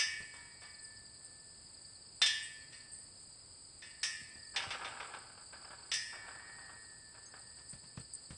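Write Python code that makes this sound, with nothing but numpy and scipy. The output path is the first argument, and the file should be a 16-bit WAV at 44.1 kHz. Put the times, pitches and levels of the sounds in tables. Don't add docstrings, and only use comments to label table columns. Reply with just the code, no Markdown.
import sys
import numpy as np
from scipy.fft import rfft, irfft, next_fast_len
from scipy.io import wavfile
from scipy.ndimage import map_coordinates

SR = 44100
rng = np.random.default_rng(int(sys.argv[2]) if len(sys.argv) > 2 else 0)


def dump(signal):
    limited = np.clip(np.atleast_2d(signal).T, -1, 1)
    pcm = np.round(limited * 32767).astype(np.int16)
    wavfile.write(sys.argv[1], SR, pcm)


N = 369099

# frequency in Hz, relative density in dB.
AIR_SPECTRUM = [(20, -10.5), (45, 1), (80, 4), (115, 3.5), (180, -3.5), (400, -7), (1000, -11.5),
                (2000, -15.5), (4000, -19.5), (5600, -54.5), (10000, -27.5)]
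CHORUS_SPECTRUM = [(3000, -54), (3900, -13), (4400, -2), (4800, 2), (5100, 2), (5350, -22), (5600, -58.5)]
TRILL_SPECTRUM = [(5700, -79), (6500, -13.5), (7300, -0.5), (7650, 7), (7950, 11), (8200, 8.5), (8850, 7),
                  (9150, -2.5), (10000, -37), (11000, -77)]
BUCKLE_SPECTRUM = [(3000, -45), (6000, -14.5), (7200, 5), (8000, 23), (8900, 20.5), (9600, -29),
                   (12000, -58)]
BODY_SPECTRUM = [(100, -13), (300, -7), (600, 0), (900, 0.5), (1200, 2.5), (1600, -8), (2000, -12.5),
                 (3000, -18.5), (6000, -55)]
EDGE_SPECTRUM = [(1000, -5.5), (2200, 14.5), (3000, 10.5), (3700, 7), (5000, -2), (6500, -24),
                 (10000, -18.5)]
CLATTER_SPECTRUM = [(150, -33), (300, -31), (480, -1.5), (900, -5), (1400, 1.5), (1800, -0.5), (2800, 4),
                    (4300, -3), (5300, 2), (6600, -12.5), (8000, -3.5), (10000, -17.5), (13000, -53)]

# start in seconds, level in dB, T60 in seconds.
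JINGLES = [(.827, -50, 0.24), (1.246, -44, .06), (2.426, -45, 0.23), (2.916, -49.5, 0.66),
           (7.39, -57, 0.28), (7.695, -45.5, 0.17), (7.996, -47.5, 0.082), (8.136, -37, 0.058)]
# start in seconds, thud level in dB, grit level in dB.
LOW_THUDS = [(.203, -48.5, -53), (4.213, -46.5, -77), (4.355, -51.5, -60), (4.667, -45, -83),
             (7.585, -72, -57.5), (7.729, -43, -55), (7.835, -51.5, -59.5), (7.973, -36.5, -48.5),
             (8.304, -40.5, -50.5)]
# start in seconds, length in seconds, level in dB.
DRAGS = [(4.534, 0.53, -50.5), (5.53, 0.31, -63.5), (6.12, 0.54, -62.5), (7.093, 0.4, -73)]
# start in seconds, relative level in dB.
NUDGES = [(4.622, -41), (4.809, -35), (5.374, -50), (5.527, -44), (5.647, -46.5), (5.704, -42),
          (6.128, -41), (6.278, -41.5), (6.393, -49.5), (6.482, -55), (6.582, -50.5), (6.693, -46.5),
          (7.147, -50.5), (7.337, -47)]
SWING_TIMES_S = [4.561, 4.705, 4.845, 4.999, 5.136]
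# centre in Hz, width in Hz, gain in dB.
FRAME_MODES = [(606, 26, -12), (783, 20, 2.5), (865, 30, -2.5), (948, 25, 1.5), (1136, 25, -2.5),
               (1246, 20, 1.5), (1355, 37, 2), (1526, 104, -0.5), (1622, 50, -7), (1695, 51, 0.5)]
# frequency in Hz, T60 in seconds.
CLATTER_DECAY = [(400, 0.29), (1000, 0.67), (2000, 1), (4000, 0.6), (6500, 0.68), (8500, 0.78)]
# frequency in Hz, gain in dB, nominal T60 in seconds before added losses.
PIPE_MODES = [(951, -20, 1.), (1356, -16, .6), (1718, -9, 1.3), (1757, -6.5, 2.5), (1776, -9, 1.5),
              (1842, -8, 1.3), (1866, -6, 2.), (2012, -13, 1.3), (2033, -12, 1.5), (2259, -6.5, 1.45),
              (2391, -12, 1.5), (2546, -12, 1.1), (2600, -12, 1.1), (2746, -11, 1.), (2881, -7, .75),
              (2971, -13, .6), (3229, -12, 1.), (3380, -11, .7), (3588, 0, .55), (4075, -8, .35),
              (4838, -10, .75), (4949, -8, .75), (5005, -10, .65), (5107, -10, .7), (5212, -7, .65),
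              (5372, -6, .62), (5551, -4, .55), (5755, -13, .45), (5993, -6, .38), (6269, -11, .42)]
# start in seconds, level in dB, tilt in dB per octave, mid lift in dB,
# place as a fraction of the rail, damping by the horse in 1/s (added to 1/T60; negative rings freer).
PANEL_BLOWS = [(-.02, -32, 3, -1.5, 0.11, 0.28), (.336, -58.5, -7.5, -4, .4, -0.35),
               (.617, -60.5, -8, 0.5, .402, 0), (2.217, -33.5, 2.5, 4, 0.1357, 0.43),
               (2.261, -38, 6, 4.5, .088, -.02), (2.723, -61, -3, 6, 0.128, 0.3),
               (3.82, -56.5, -2, 3, .364, 0.2), (4.031, -37.5, 5, -.5, 0.057, 0.1),
               (4.622, -49, -0.5, 2.5, .23, 2), (5.916, -41.5, 2.5, 4, 0.071, .7),
               (5.937, -40, 7.5, -2.5, 0.127, -0.42)]


def amp(db):
    return 10 ** (np.asarray(db) / 20)


def unit_rms(x):
    return x / np.sqrt(np.mean(x ** 2) + 1e-20)


def along(points, hz):
    knots_hz, values = np.transpose(points)
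    return np.interp(np.log(hz + 1), np.log(knots_hz + 1), values)


def wobble(rate_hz):
    knots = rng.standard_normal(int(N * rate_hz / SR) + 4)
    return map_coordinates(knots, [np.arange(N) * rate_hz / SR])


def filtered(x, gain_at_hz):
    size = next_fast_len(len(x) + 8192)
    return irfft(rfft(x, size) * gain_at_hz(np.fft.rfftfreq(size, 1 / SR)), size)[:len(x)]


def noise(spectrum, size):
    return unit_rms(filtered(rng.standard_normal(size), lambda hz: amp(along(spectrum, hz))))


def rise(t, attack_s):
    return 1 - np.exp(-t / attack_s)


def fade(t, t60_s):
    return np.exp(-np.log(1000) * t / t60_s)


def add(track, start_s, sound):
    start = round(start_s * SR)
    sound = sound[max(-start, 0):N - start]
    track[max(start, 0):][:len(sound)] += sound


def air(level_db=-65.5):
    return amp(level_db + 0.32 * wobble(7.9)) * noise(AIR_SPECTRUM, N)


def cricket(top_hz, rate_hz, stroke_s=0.02085, sag=0.14):
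    out, progress = np.zeros(N), np.linspace(0, 1, int(stroke_s * SR))
    for k, (late, force, pitch) in enumerate(rng.standard_normal((int(N / SR * rate_hz) - 1, 3))):
        hz = top_hz * (1 + 0.0361 * np.tanh(pitch)) * (1 - sag * progress ** 1.65)
        tone = np.sin(2 * np.pi * np.cumsum(hz) / SR) * np.sin(np.pi * progress) ** 2
        add(out, (k + .2 * late) / rate_hz, amp(5 * np.tanh(force)) * tone)
    bouts = amp(3.5 * wobble(4))
    return unit_rms(out * bouts)


def crickets(field_db=-63, ground_db=-59, nearest_db=-71.5, surge_db=6, surge_s=(5.3, 8.2), ramp_s=0.28):
    t = np.arange(N) / SR
    near = unit_rms(cricket(5150, rate_hz=23) + cricket(4950, rate_hz=26) + cricket(4750, rate_hz=19))
    far = amp(.5 + .8 * wobble(30)) * noise(CHORUS_SPECTRUM, N)
    trill = amp(1.33 * wobble(90) + .75 * wobble(9)) * noise(TRILL_SPECTRUM, N)
    whine_hz = 7960 + 35 * wobble(150)
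    whine = unit_rms(np.sin(2 * np.pi * np.cumsum(whine_hz) / SR) * amp(3.8 * wobble(90)))
    surge = np.clip(np.minimum(t - surge_s[0], surge_s[1] - t) / ramp_s, 0, 1)
    return amp(field_db) * (near + far) + amp(ground_db) * trill + amp(nearest_db + surge_db * surge) * whine


def chip(start_s=7.259, hz=6430, level_db=-45):
    out, t = np.zeros(N), np.arange(SR // 4) / SR
    add(out, start_s, amp(level_db) * np.sin(2 * np.pi * hz * t) * rise(t, .006) * fade(t, 0.089))
    return out


def halter(retouch_s=.014, retouch_db=-4):
    out, t = np.zeros(N), np.arange(SR // 2) / SR
    retouches = [(start_s + retouch_s, db + retouch_db, t60_s) for start_s, db, t60_s in JINGLES]
    for start_s, db, t60_s in list(JINGLES) + retouches:
        add(out, start_s, amp(db) * noise(BUCKLE_SPECTRUM, len(t)) * rise(t, 0.00027) * fade(t, t60_s))
    return out


def low_thuds(start_hz=250, end_hz=78, settle_s=0.0094, rumble_db=-7, repeat_s=.025, repeat_db=-7):
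    out, t = np.zeros(N), np.arange(SR // 3) / SR
    pitch_hz = end_hz + (start_hz - end_hz) * np.exp(-t / settle_s)
    tone = np.sin(2 * np.pi * np.cumsum(pitch_hz) / SR)
    repeats = [(start_s + repeat_s, thud_db + repeat_db, grit_db + repeat_db)
               for start_s, thud_db, grit_db in LOW_THUDS]
    for start_s, thud_db, grit_db in list(LOW_THUDS) + repeats:
        rumble = noise([(30, -10), (80, 20), (220, -3), (500, -12.5), (1500, -52)], len(t))
        grit = noise([(200, 7), (600, 5), (1500, 3.0), (3500, -1.5), (10000, -19)], len(t))
        thud = tone + amp(rumble_db) * rumble
        add(out, start_s, amp(thud_db) * thud * rise(t, 0.0037) * fade(t, 0.1))
        add(out, start_s, amp(grit_db) * grit * rise(t, 0.0011) * fade(t, 0.11))
    return out


def frame_chatter(size, broad_db=-3):
    def peaks(hz):
        return sum(amp(db) / (1 + (2 * (hz - centre_hz) / width_hz) ** 2)
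                   for centre_hz, width_hz, db in FRAME_MODES)
    resonant = unit_rms(filtered(rng.standard_normal(size), peaks))
    return unit_rms(resonant + amp(broad_db) * noise(BODY_SPECTRUM, size))


def scrape(edge_db=-9, rough_db=3, release_t60_s=1.26):
    t, envelope = np.arange(N) / SR, np.zeros(N)
    for start_s, length_s, db in DRAGS:
        release = fade(np.maximum(t - length_s, 0), release_t60_s)
        add(envelope, start_s, amp(db) * rise(t, 0.018) * release)
    grind = frame_chatter(N) + amp(edge_db) * noise(EDGE_SPECTRUM, N)
    return envelope * unit_rms(grind * amp(rough_db * wobble(150)))


def rattles(body_gain_db=-7, tail_db=-15, bounce_s=.027, grain_db=2):
    out, t = np.zeros(N), np.arange(SR // 2) / SR
    envelope = rise(t, 0.0018) * (fade(t, 0.13) + amp(tail_db) * fade(t, 1.0))
    knocks = [(start_s, -38.5, -35.5 - 4 * k) for k, start_s in enumerate(SWING_TIMES_S)]
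    knocks += [(start_s, db, db - 16) for start_s, db in NUDGES]
    bounces = [(start_s + bounce_s, body_db - 4.5, edge_db - 8) for start_s, body_db, edge_db in knocks]
    for start_s, body_db, edge_db in knocks + bounces:
        body = amp(body_db + body_gain_db) * frame_chatter(len(t))
        edge = amp(edge_db) * noise(EDGE_SPECTRUM, len(t))
        add(out, start_s, (body + edge) * envelope)
    return out * unit_rms(amp(grain_db * wobble(400)))


def clatter(modes_hz, t, scatter_db=2.7):
    scatter, phase = rng.standard_normal((2, len(modes_hz), 1))
    gain = amp(along(CLATTER_SPECTRUM, modes_hz))[:, None] * amp(scatter_db * scatter)
    t60_s = along(CLATTER_DECAY, modes_hz)[:, None]
    modes = np.sin(2 * np.pi * (modes_hz[:, None] * t + phase)) * fade(t, t60_s)
    return np.sum(gain * modes, axis=0) / np.sqrt(np.sum(gain ** 2) / 2)


def blow_gain(level_db, tilt_db_per_oct, lift_db, middle_hz=3400, half_width_oct=0.78):
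    def gain(hz):
        octaves = np.log2(np.clip(hz, 900, 8000) / middle_hz)
        bump = np.exp(-(octaves / half_width_oct) ** 2)
        return amp(level_db + tilt_db_per_oct * octaves + lift_db * bump)
    return gain


def pipe_ring(t, gain, place, damping_per_s, loss_factor=1.314, rail_hz=12, split_hz=5, scatter_db=1.75):
    ring = np.zeros(len(t))
    for hz, db, nominal_t60_s in PIPE_MODES:
        scatter, phase, detune = rng.standard_normal(3)
        t60_s = 1 / max(loss_factor / nominal_t60_s + damping_per_s, .15)
        age_s = t[:int(t60_s * SR)]
        angle = 2 * np.pi * (hz * age_s + phase)
        twin = 0.51 * np.sin(angle + 2 * np.pi * (split_hz * detune * age_s + scatter))
        mode_shape = np.sin(np.pi * place * np.sqrt(hz / rail_hz))
        strength = np.sqrt(.15 + mode_shape ** 2) * gain(hz) * amp(db + scatter_db * scatter)
        ring[:len(age_s)] += strength * (np.sin(angle) + twin) * fade(age_s, t60_s)
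    return ring


def clanks(ring_db=1.04, clatter_db=-7, crack_db=1, firm_db=-44.5):
    out, t = np.zeros(N), np.arange(3 * SR) / SR
    burst_t = t[:SR // 2]
    weak_hz = rng.uniform(700, 10100, 110)
    swings = [(start_s, -43 - 6.5 * k, 2, 5.5, 0.1405, 3.1) for k, start_s in enumerate(SWING_TIMES_S)]
    for start_s, level_db, tilt_db_per_oct, lift_db, place, damping_per_s in list(PANEL_BLOWS) + swings:
        gain = blow_gain(level_db, tilt_db_per_oct, lift_db)
        hardness_db = 2.5 - 0.52 * max(firm_db - level_db, 0)
        swell = rise(t, .0013 / amp(hardness_db))
        ring = amp(ring_db) * pipe_ring(t, gain, place, damping_per_s) * swell
        crack = amp(crack_db + hardness_db) * noise(CLATTER_SPECTRUM, len(burst_t)) * fade(burst_t, 0.17)
        burst = crack + amp(clatter_db) * clatter(weak_hz, burst_t) * swell[:len(burst_t)]
        add(out, start_s, ring)
        add(out, start_s, filtered(burst, gain))
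    return out


def scene():
    return (clanks() + rattles() + scrape() + low_thuds() + halter() + crickets() + chip() + air())[None]


def record(dry):
    cutoff_hz = 10200
    return np.array([filtered(x, lambda hz: 1 / np.sqrt(1 + (hz / cutoff_hz) ** 120)) for x in dry])


dry = scene()
out = record(dry)
dump(out)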